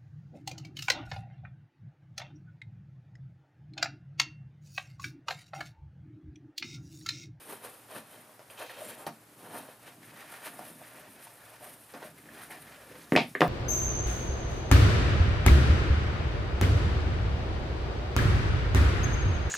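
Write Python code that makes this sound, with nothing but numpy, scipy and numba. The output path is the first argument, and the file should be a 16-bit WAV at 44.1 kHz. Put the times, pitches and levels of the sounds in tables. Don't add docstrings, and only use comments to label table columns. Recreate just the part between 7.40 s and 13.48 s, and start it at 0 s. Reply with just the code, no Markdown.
import sys
import numpy as np
from scipy import signal
from scipy.fft import rfft, irfft
from scipy.io import wavfile
from scipy.ndimage import uniform_filter1d
from numba import njit

SR = 44100
rng = np.random.default_rng(int(sys.argv[2]) if len(sys.argv) > 2 else 0)


def transcribe(signal):
    frames = np.atleast_2d(signal).T
    limited = np.clip(frames, -1, 1)
    pcm = np.round(limited * 32767).astype(np.int16)
    wavfile.write(sys.argv[1], SR, pcm)


def convert_level_to_amplitude(level_db):
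    exponent = np.asarray(level_db, float) / 20
    return 10 ** exponent


N = 268128

# pitch_hz, side_minus_mid_db
WIDTH = [(60, -45), (110, -69), (200, -40), (380, -18), (700, -11.5), (1290, -4), (2380, -6), (4400, -6.5),
         (8120, -13.5), (15000, -5)]


def rms_one(x):
    return x / np.sqrt(np.mean(x ** 2) + 1e-20)


def add(out, s, shape):
    start = int(s * SR)
    out[start:start + len(shape)] += shape[:N - start]


def in_time(rows):
    s, *columns = np.transpose(rows)
    return [np.interp(np.arange(N) / SR, s, c) for c in columns]


def at_hz(points, hz):
    table_hz, values = np.array(points)[:, 0], np.array(points)[:, 1]
    return np.interp(np.log(np.maximum(hz, 1)), np.log(table_hz), values)


def colour(x, spectrum):
    gain = convert_level_to_amplitude(at_hz(spectrum, np.fft.rfftfreq(N, 1 / SR)))
    return irfft(rfft(x) * gain, N)


def band(x, low_hz, high_hz):
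    return signal.sosfilt(signal.butter(2, [low_hz, high_hz], "band", fs=SR, output="sos"), x)


def drift(rate):
    r = np.exp(-2 * np.pi * rate / SR)
    wander = signal.lfilter([1], [1, -2 * r, r * r], rng.standard_normal(N + 9000))
    return rms_one(wander[9000:])


def slips(per_s, spread_db, clump_db):
    heights = convert_level_to_amplitude(spread_db * np.minimum(rng.exponential(1, N), 5))
    sizes = heights * rng.choice([-1, 1], N)
    happens = rng.random(N) < per_s / SR
    return rms_one(sizes * happens * convert_level_to_amplitude(clump_db * drift(49)))


def ring(clicks, hz, t60):
    r, w = convert_level_to_amplitude(-60 / (t60 * SR)), 2 * np.pi * hz / SR
    return signal.lfilter([0, np.sin(w)], [1, -2 * r * np.cos(w), r * r], clicks + 1e-18)


@njit
def moving_resonance(x, cosine, r):
    y = np.zeros(len(x))
    for i in range(2, len(x)):
        y[i] = x[i] - x[i - 2] + 2 * r * cosine[i] * y[i - 1] - r * r * y[i - 2]
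    return y


def knock(hz, db, cycles, soft, edge=2.2):
    turns = np.arange(int(2 * cycles * SR / hz)) * hz / SR
    swell = 1 - np.exp(-(turns / max(soft, .05)) ** 2)
    shape = -np.sin(2 * np.pi * turns) * swell * convert_level_to_amplitude(-60 * turns / cycles)
    shape = signal.sosfilt(signal.butter(4, edge * hz, fs=SR, output="sos"), shape)
    return convert_level_to_amplitude(db) * shape / np.abs(shape).max()


def tick(db, decay_s):
    return convert_level_to_amplitude(db) * np.exp(-np.arange(int(8 * decay_s * SR)) / SR / decay_s)


def strokes(rows):
    roundness = 1.17
    t = np.arange(0, N + 64, 64) / SR
    power = 1e-12
    for s, db, rise_s, fall_s in rows:
        before = (s - t) / max(rise_s, 1e-3)
        after = (t - s) / max(fall_s, 1e-3)
        away = np.where(t < s, before, after)
        power = power + convert_level_to_amplitude(db - 10 * away ** roundness) ** 2
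    return np.interp(np.arange(N) / SR, t, 10 * np.log10(power))


def body(rub, modes, spectrum, tone):
    rings = 0
    for k, (hz, width, db) in enumerate(modes):
        rings = rings + (-1) ** k * convert_level_to_amplitude(db) * rms_one(ring(rub, hz, 2.2 / width))
    scrape = rms_one(colour(rub[::-1], spectrum))
    return (tone * rms_one(colour(rings, spectrum)) + scrape) / np.sqrt(1 + tone ** 2)


def room_tone():
    # pitch_hz, level_db (per Hz)
    air_colour = [(40, -26), (88, -17), (126, -3), (197, -5), (296, -3), (352, -5), (684, -4), (1100, -8),
                  (1680, -9), (3420, -17), (6640, -19), (10600, -13), (14700, -19), (16000, -31)]
    # time_s, level_db
    traffic = [(0.0, -90), (2.0, -84), (4.6, -80), (4.9, -72), (5.65, -72)]
    # low_hz, high_hz, level_db
    duct = [(104, 124, -69), (295, 307, -75)]
    mid, side = colour(rng.standard_normal((2, N)), air_colour)
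    mid_air = mid * convert_level_to_amplitude(0.9 * drift(26))
    air = convert_level_to_amplitude(-58.5) / np.std(mid) * np.array([mid_air, colour(side, WIDTH)])
    rumble = band(band(rng.standard_normal(N), 61, 76), 61, 76)
    air[0] += convert_level_to_amplitude(in_time(traffic)[0]) * rms_one(rumble)
    for low_hz, high_hz, db in duct:
        air[0] += convert_level_to_amplitude(db) * rms_one(band(rng.standard_normal(N), low_hz, high_hz))
    return air


def room(x):
    # pitch_hz, t60_s
    room_t60 = [(100, 0.56), (300, 0.22), (800, 0.18), (2000, 0.19), (5000, 0.21), (12000, 0.3)]
    # pitch_hz, level_db
    room_colour = [(85, -36), (130, -4), (200, 1), (350, -6), (700, -1.5), (1300, -3.5), (2500, -4.5),
                   (4500, -1), (7000, -3), (11000, -19)]
    # pitch_hz, side_minus_mid_db
    room_width = [(60, -21), (110, -30), (200, -36), (380, -26), (700, -18), (1290, -10), (2380, -11),
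                  (4400, -10), (8120, -15), (15000, -8)]
    t = np.arange(int(.5 * SR)) / SR
    white = rng.standard_normal((2, 2, len(t)))
    edges = 70 * 2 ** np.arange(0, 8.1, .5)
    tail = 0
    for k, (low, high) in enumerate(zip(edges, edges[1:])):
        hz = np.sqrt(low * high)
        decay = convert_level_to_amplitude(at_hz(room_colour, hz) - 60 * t / at_hz(room_t60, hz))
        spread = convert_level_to_amplitude([[0], [at_hz(room_width, hz) + 3.2]])
        tail = tail + band(white[k % 2], low, high) * decay * spread
    tail = convert_level_to_amplitude(-28.0) * tail * (1 - np.exp(-(t / 0.0022) ** 2))
    tail[0, int(.012 * SR)] += convert_level_to_amplitude(-20)
    return signal.fftconvolve(x[None], tail, axes=1)[:, :N]


def cloth():
    # pitch_hz, level_db (per Hz)
    cloth_colour = [(2650, -2.5), (4500, -9), (7600, -12), (8900, 2), (9560, 3), (10700, 0.5),
                    (12800, -0.5), (14900, -11), (15600, -10)]
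    # peak_s, level_db, rise_s, fall_s (times
    # for 10 dB)
    cloth_strokes = [(.016, -51, .05, .05), (.112, -45, .055, .08), (.252, -45, .036, .055), (.34, -55, .04, .14),
                     (.515, -51, .025, .06), (.58, -45, .05, .025), (.73, -56, .11, .2), (1.106, -50, .008, .03),
                     (1.215, -45, .045, .033), (1.31, -53, .012, .035), (1.41, -46.5, .035, .12),
                     (1.5, -48, .1, .05), (1.595, -50, .03, .06), (1.67, -42, .003, .018),
                     (2.05, -51, .065, .025), (2.17, -44, .055, .06), (2.3, -55, .08, .035),
                     (2.47, -53.5, .055, .035),
                     (2.66, -58, .06, .15), (2.81, -54, .1, .05), (2.93, -49.5, .06, .07),
             (3.062, -40.5, .035, .03), (3.14, -50.5, .04, .1), (3.27, -48, .08, .1), (3.44, -53, .07, .13),
             (3.61, -51.5, .12, .008), (3.715, -51, .03, .04), (3.84, -45.5, .03, .02),
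             (3.88, -56, .03, .18), (4.14, -57, .3, .03), (4.24, -47, .03, .1), (4.335, -49, .015, .036),
             (4.42, -57, .06, .2), (4.55, -56, .1, .04), (4.65, -51, .03, .05), (4.785, -54, .008, .045),
             (4.94, -55, .025, .08), (5.03, -48.5, .07, .05), (5.11, -47, .012, .04), (5.185, -54, .05, .2),
             (5.52, -57.5, .12, .45), (5.724, -50, .003, .1), (5.905, -51, .035, .03),
             (6.009, -49, .003, .07)]
    fibres = band(slips(per_s=14000, spread_db=2.5, clump_db=2.3), 2500, 18000)
    return convert_level_to_amplitude(strokes(cloth_strokes)) * rms_one(colour(fibres, cloth_colour))


def crunch():
    # peak_s, level_db, fall_s (for 10 dB), low_hz, high_hz
    bursts = [
        (5.724, -46, .03, 1000, 2800),
        (5.772, -37, .045, 2000, 4800),
        (5.8, -40, .03, 2100, 2900),
        (5.957, -48, .05, 1200, 2600),
        (5.953, -57, .06, 2800, 5000),
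        (6.02, -44, .05, 1500, 3800),
        (5.7, -64, .9, 3000, 8000),
    ]
    grains = slips(per_s=5000, spread_db=2.0, clump_db=2.5)
    out = np.zeros(N)
    for s, db, fall_s, low_hz, high_hz in bursts:
        rise_s = .004 + .3 * (db < -60)
        burst = rms_one(band(band(grains, low_hz, high_hz), low_hz, high_hz))
        out += convert_level_to_amplitude(strokes([(s, db, rise_s, fall_s)])) * burst
    return out


def stamps():
    # pitch_hz, level_db, t60_s
    board_modes = [(124, -30, 0.1), (177, -19, 0.074), (209, -7, 0.11), (427, -18, 0.09), (815, -10, 0.2)]
    # start_s, pitch_hz, level_db, cycles to die, share of a cycle to swell
    thud_events = [(5.7211, 260, -10, 6, .08), (5.7215, 560, -18, 4, .08), (5.7331, 400, -16, 6, .3),
                   (5.802, 750, -24, 14, .8), (5.7425, 380, -26, 7, .3), (5.7533, 380, -12, 6, .1),
                   (5.7627, 660, -5, 3.5, .05), (5.7642, 700, -16, 6, .3), (5.7744, 880, -14, 4, .08),
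                   (5.7775, 850, -16, 10, .5), (5.7845, 400, -19, 6, .3), (5.9525, 410, -27, 8, .3),
                   (5.9605, 400, -31, 9, .4), (6.0066, 500, -10, 6, .08), (6.0174, 800, -13, 2.5, .05),
                   (6.0105, 330, -17, 6, .2), (6.0236, 600, -16, 7, .2), (6.0293, 680, -10, 7, .1),
                   (6.0225, 290, -22, 7, .3), (6.0215, 160, -29, 7, .3), (6.033, 620, -20, 8, .4),
                   (6.063, 1000, -26, 12, .6), (6.0385, 480, -19, 10, .5), (6.0465, 760, -17, 12, .8),
                   (6.0545, 600, -19, 8, .4)]
    # start_s, pitch_hz, level_db, cycles to die, share of a cycle to swell
    slap_events = [(5.7216, 1900, -17, 10, 0.22), (5.7218, 1140, -23, 6, 0.4), (5.7533, 1840, -16, 18, 1.0),
                   (5.7627, 2450, -2.5, 10, .05), (5.7746, 2400, -8, 4, .05), (5.7658, 2480, -13.5, 29, .2),
                   (5.7627, 4200, -15.5, 9.7, 0.22), (5.7660, 4000, -18, 13, 0.3),
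                   (5.7780, 3400, -17, 12, 0.36), (5.7785, 5130, -29, 7.4, .3),
                   (5.7835, 2570, -22, 30, 1.2), (5.804, 2600, -24, 20, 1.0), (5.811, 2300, -25, 20, 1.0),
                   (5.7918, 2300, -15, 18, 0.9), (5.7930, 4200, -23, 10, 0.35), (5.8010, 3570, -27, 12, .5),
                   (5.8060, 4460, -30, 9.3, .4), (5.813, 2980, -27, 12, .5), (5.831, 2600, -36, 10, 0.45),
                   (5.9511, 1740, -18.5, 17, 1.1), (5.9518, 2150, -27, 12, 0.9),
                   (5.951, 1240, -25, 13, 0.55), (6.0067, 1950, -17, 20, .3), (6.0173, 1250, -1, 2.4, .05),
                   (6.0184, 1500, -12, 8, .3), (6.0072, 3250, -22.5, 16, 0.63), (6.0068, 4630, -22, 12, .3),
                   (6.0088, 2610, -15.5, 9.2, 0.24), (6.0200, 3000, -19.5, 8, .3),
                   (6.0258, 1040, -19, 10, 0.44)]
    # start_s, level_db
    grit = [
        (1.667, -44),
        (1.68, -50),
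        (5.7217, -41),
        (5.7333, -40),
        (5.754, -42),
        (5.7629, -29),
        (5.7747, -39),
        (5.9514, -51),
        (6.0068, -34),
        (6.0169, -39),
    ]
    thuds, slaps, edge = np.zeros(N), np.zeros(N), np.zeros(N)
    for s, *contact in thud_events:
        add(thuds, s, knock(*contact, edge=4.0))
    for s, *contact in slap_events:
        add(slaps, s, knock(*contact))
    for s, db in grit:
        add(edge, s, tick(db, decay_s=.0015))
    boards = sum(convert_level_to_amplitude(db - 56) * ring(thuds, hz, t60) for hz, db, t60 in board_modes)
    no_deep_bass = signal.butter(4, 130, "high", fs=SR, output="sos")
    wood = signal.sosfilt(no_deep_bass, thuds + slaps + boards)
    return wood + edge * rms_one(band(rng.standard_normal(N), 3000, 14000))


def taps():
    # start_s, level_db, hollow_hz, slap_db, tick_db (both from the peak)
    upper_taps = [(0.248, -32.5, 590, -1, -17), (0.501, -48, 977, -9, -23), (0.993, -39.5, 574, -10, -11),
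                  (1.1, -47, 975, -6, -5), (2.205, -44, 180, -30, -30), (.56, -41, 190, -30, -30),
                  (1.666, -26, 523, -22, -12), (1.991, -45, 580, -8.5, -15), (2.288, -37, 525, -11, -28),
                  (3.192, -30, 710, -10, -18), (3.416, -35.5, 660, -17, -25), (3.87, -36, 840, -23, -14),
                  (4.209, -40, 820, -26.5, -42), (4.538, -37.5, 514, -7, -11), (4.552, -43, 490, 8, -18),
                  (4.621, -34, 880, -11, -31), (4.628, -34, 460, -6, -18),]
    # start_s, level_db, hollow_hz, slap_db, tick_db (both from the peak)
    heel_taps = [
        (4.84, -58, 463, 11, -20),
        (4.857, -51, 436, 9, -20),
        (4.889, -48, 584, 3, -24),
        (5.102, -42, 686, -11, -20),
        (5.163, -48, 466, 6, -34),
        (5.514, -39, 393, -14, -22),
    ]
    # start_s, pitch_hz, level_db
    eyelet_clicks = [(1.1005, 2600, -45), (1.2955, 1900, -37), (1.297, 4300, -48), (1.21, 3200, -46),
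                     (4.8895, 1750, -40), (4.539, 4200, -48), (4.629, 4300, -50), (4.627, 3300, -51),
                     (4.778, 2100, -50), (4.787, 2030, -53), (4.794, 1900, -59), (4.95, 1770, -51),
                     (5.016, 676, -48), (5.034, 1600, -43), (5.1038, 1750, -42), (5.108, 2150, -36),
                     (5.11, 3050, -46), (5.121, 1790, -41)]
    out, edge = np.zeros(N), np.zeros(N)
    for rows, slap_hz in (upper_taps, 1400), (heel_taps, 1900):
        for s, db, low_hz, slap_db, tick_db in rows:
            add(out, s, knock(low_hz, db - 2, cycles=7.0, soft=.2))
            add(out, s, knock(slap_hz, db + slap_db - 2, cycles=10.0, soft=.25))
            add(edge, s, tick(db + tick_db - 1.5, decay_s=.0025))
    for s, hz, db in eyelet_clicks:
        add(out, s, knock(hz, db, cycles=26.0, soft=.8))
    out = signal.sosfilt(signal.butter(1, 120, "high", fs=SR, output="sos"), out)
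    return out + edge * rms_one(band(rng.standard_normal(N), 1800, 6500))


def shoe():
    # pitch_hz, level_db (per Hz)
    leather_colour = [(150, -66), (700, -3), (1200, 3.5), (1800, 9.5), (2300, 5.5), (3200, -24.5)]
    # pitch_hz, width_hz, level_db
    panels = [(1315, 80, -3), (1680, 220, -0.5), (1886, 240, -4)]
    # pitch_hz, level_db (per Hz)
    lace_colour = [(300, -56), (1600, -48), (2400, -1), (4400, -8.5), (5200, -11.5), (6500, -12.5),
                   (8000, -16)]
    # pitch_hz, width_hz, level_db
    eyelets = [(2600, 130, -4), (3150, 90, -1), (3750, 100, -2), (4300, 110, -3)]
    # peak_s, leather_db, rise_s, fall_s, hollow_db (above leather)
    pulls = [(.016, -59, .04, .04, -2), (.113, -53, .038, .062, 7), (.251, -54, .034, .055, 5.5),
             (.345, -64, .04, .08, 5), (.508, -60, .02, .1, 9), (.57, -50.5, .06, .04, 4),
             (.74, -60, .09, .1, 1.5), (.9, -74, .1, .08, 13), (1.0, -64, .008, .035, 9),
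             (1.103, -57, .003, .045, 5), (1.226, -46, .04, .03, 5), (1.302, -50, .007, .07, 2),
             (1.4, -55, .05, .1, 1), (1.51, -52, .1, .06, 2), (1.61, -59, .04, .07, 10),
             (1.669, -50, .002, .02, 15), (2.01, -65, .02, .1, 7), (2.07, -60, .05, .1, 7),
             (2.172, -54, .09, .07, 9), (2.33, -61, .12, .02, 4), (2.482, -55, .05, .03, 0.1)]
    # peak_s, leather_db, rise_s, fall_s, hollow_db (above leather)
    tugs = [(2.63, -61, .025, .1, -8), (4.565, -56, .02, .04, 0), (4.665, -56, .03, .04, 0),
            (2.68, -57, 0.05, 0.6, -6.5), (2.81, -55, .07, .09, 1.5), (2.93, -51, 0.07, 0.1, -3),
            (3.068, -44, .045, .028, -1.5), (3.23, -55.5, .15, 0.1, 2), (3.45, -57.5, .1, .15, -6),
            (3.59, -59.5, .1, 0, 6), (3.69, -57, 0.17, 0, 0), (3.82, -57.5, .09, .09, -3),
            (3.98, -61, -0.1, 0.26, -12), (4.14, -59.5, 0.2, .04, 3), (4.23, -60, .015, 0.1, 7.5),
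            (4.33, -58.5, 0.2, -0.07, -8), (4.49, -57, -0.02, 0.07, -4), (4.541, -53.5, -0.01, 0.03, 9.5),
            (4.629, -51, 0.04, 0.04, 0), (4.782, -58.5, .012, .018, -14), (5.01, -51, .11, .075, -1.5),
            (5.109, -50, -0.01, 0.1, -3), (5.31, -54.5, 0.09, 0.2, -1.5), (5.55, -57, .12, .2, -2),]
    # peak_s, level_db, rise_s, fall_s, hollow_hz
    singing = [(.116, -52, .028, .04, 450), (.57, -56, .06, .04, 665), (1.385, -44, .018, .07, 565),
               (1.435, -48, .05, .04, 590), (1.53, -50, .05, .05, 520), (1.669, -44, .002, .016, 785),
               (3.2, -53, .05, .1, 705), (3.42, -50, .008, .03, 615), (3.59, -60, .04, .03, 600),
               (4.23, -51, .012, .055, 675), (4.629, -47, .008, .043, 582), (5.103, -55, .015, .15, 740),
               (5.551, -57, .15, .045, 496)]
    # peak_s, level_db, rise_s, fall_s
    shuffles = [(.112, -50, .04, .04), (.246, -61, .03, .06), (.565, -51, .025, .04), (.76, -63, .2, .08),
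                (1.495, -54, .1, .11), (1.671, -36, .003, .024), (2.01, -59, .06, .2),
                (2.19, -50, .18, .05), (2.49, -60.5, .06, .07), (2.66, -59, .15, .4), (3.07, -56, .045, .2),
                (3.24, -56, .15, .25), (3.59, -56, .08, .065), (3.69, -56.5, .03, .15),
                (4.33, -59, .2, .06), (4.541, -52, .007, .13), (4.8, -56.5, .15, .2),
                (4.975, -56, .07, .13), (5.103, -57, .015, .3), (5.551, -57, .18, .2)]
    # peak_s, level_db, rise_s, fall_s
    free_lace = [
        (1.175, -50.5, 0, 0.23),
    ]
    # peak_s, level_db, rise_s, fall_s
    whistles = [
        (1.47, -58, .06, .07),
        (1.6, -62, .03, .05),
    ]

    moves = [*pulls, *tugs]
    threading = np.arange(N) < 2.56 * SR
    leather_db = strokes([row[:4] for row in moves])
    hollow_db = strokes([(s, db + above_db, rise_s, fall_s) for s, db, rise_s, fall_s, above_db in moves])
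    lace_db = leather_db + np.where(threading, -1.6, -4.5)
    lace_gain = np.hypot(convert_level_to_amplitude(lace_db), convert_level_to_amplitude(strokes(free_lace)))
    hum_gain = np.hypot(convert_level_to_amplitude(hollow_db - 13), convert_level_to_amplitude(strokes([row[:4] for row in singing])))

    drag = slips(per_s=1100, spread_db=2.5, clump_db=3.0)
    drag = rms_one(band(band(drag, 125, 400), 125, 400))

    rub = slips(per_s=1700, spread_db=1.0, clump_db=-1.5)
    hollow_hz, = in_time([(row[0], row[4]) for row in singing])
    flex = rms_one(uniform_filter1d(rub, size=1500))
    hollow_hz = hollow_hz * (1 + .06 * flex)
    cosine = np.cos(2 * np.pi * hollow_hz / SR)
    hum = rub
    for width_hz in 150, 250:
        hum = moving_resonance(hum, cosine, np.exp(-np.pi * width_hz / SR))
    hollow = hum_gain * rms_one(hum) + convert_level_to_amplitude(hollow_db + 0.55) * rms_one(band(rub, 420, 1200))

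    fine = slips(per_s=3000, spread_db=2.5, clump_db=2.0)
    leather = body(fine, panels, leather_colour, tone=1.0)
    lace = body(fine, eyelets, lace_colour, tone=.25 + .55 * threading)
    twang = convert_level_to_amplitude(strokes(whistles)) * rms_one(ring(fine, hz=7550, t60=.008))
    return convert_level_to_amplitude(strokes(shuffles)) * drag + hollow + convert_level_to_amplitude(leather_db) * leather + lace_gain * lace + twang


def scene():
    leather, fabric = shoe(), cloth()
    blows = taps() + stamps()
    mid, side = room(blows + convert_level_to_amplitude(-4) * leather + convert_level_to_amplitude(-18) * fabric) + room_tone()
    mid = mid + convert_level_to_amplitude(-1.5) * leather + convert_level_to_amplitude(-2.5) * fabric + blows + crunch()
    late = np.roll(leather + fabric, 150)
    side = side + convert_level_to_amplitude(-8.0) * colour(late, WIDTH)
    return np.array([mid + side, mid - side])


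def low_pass(x):
    return signal.sosfilt(signal.butter(12, 15800, fs=SR, output="sos"), x)


def record(dry):
    x = signal.sosfilt(signal.butter(2, 40, "high", fs=SR, output="sos"), dry)
    x = signal.sosfilt(signal.ellip(10, .5, 70, 15550, fs=SR, output="sos"), x)
    return low_pass(x)


dry = scene()
out = record(dry)
transcribe(out)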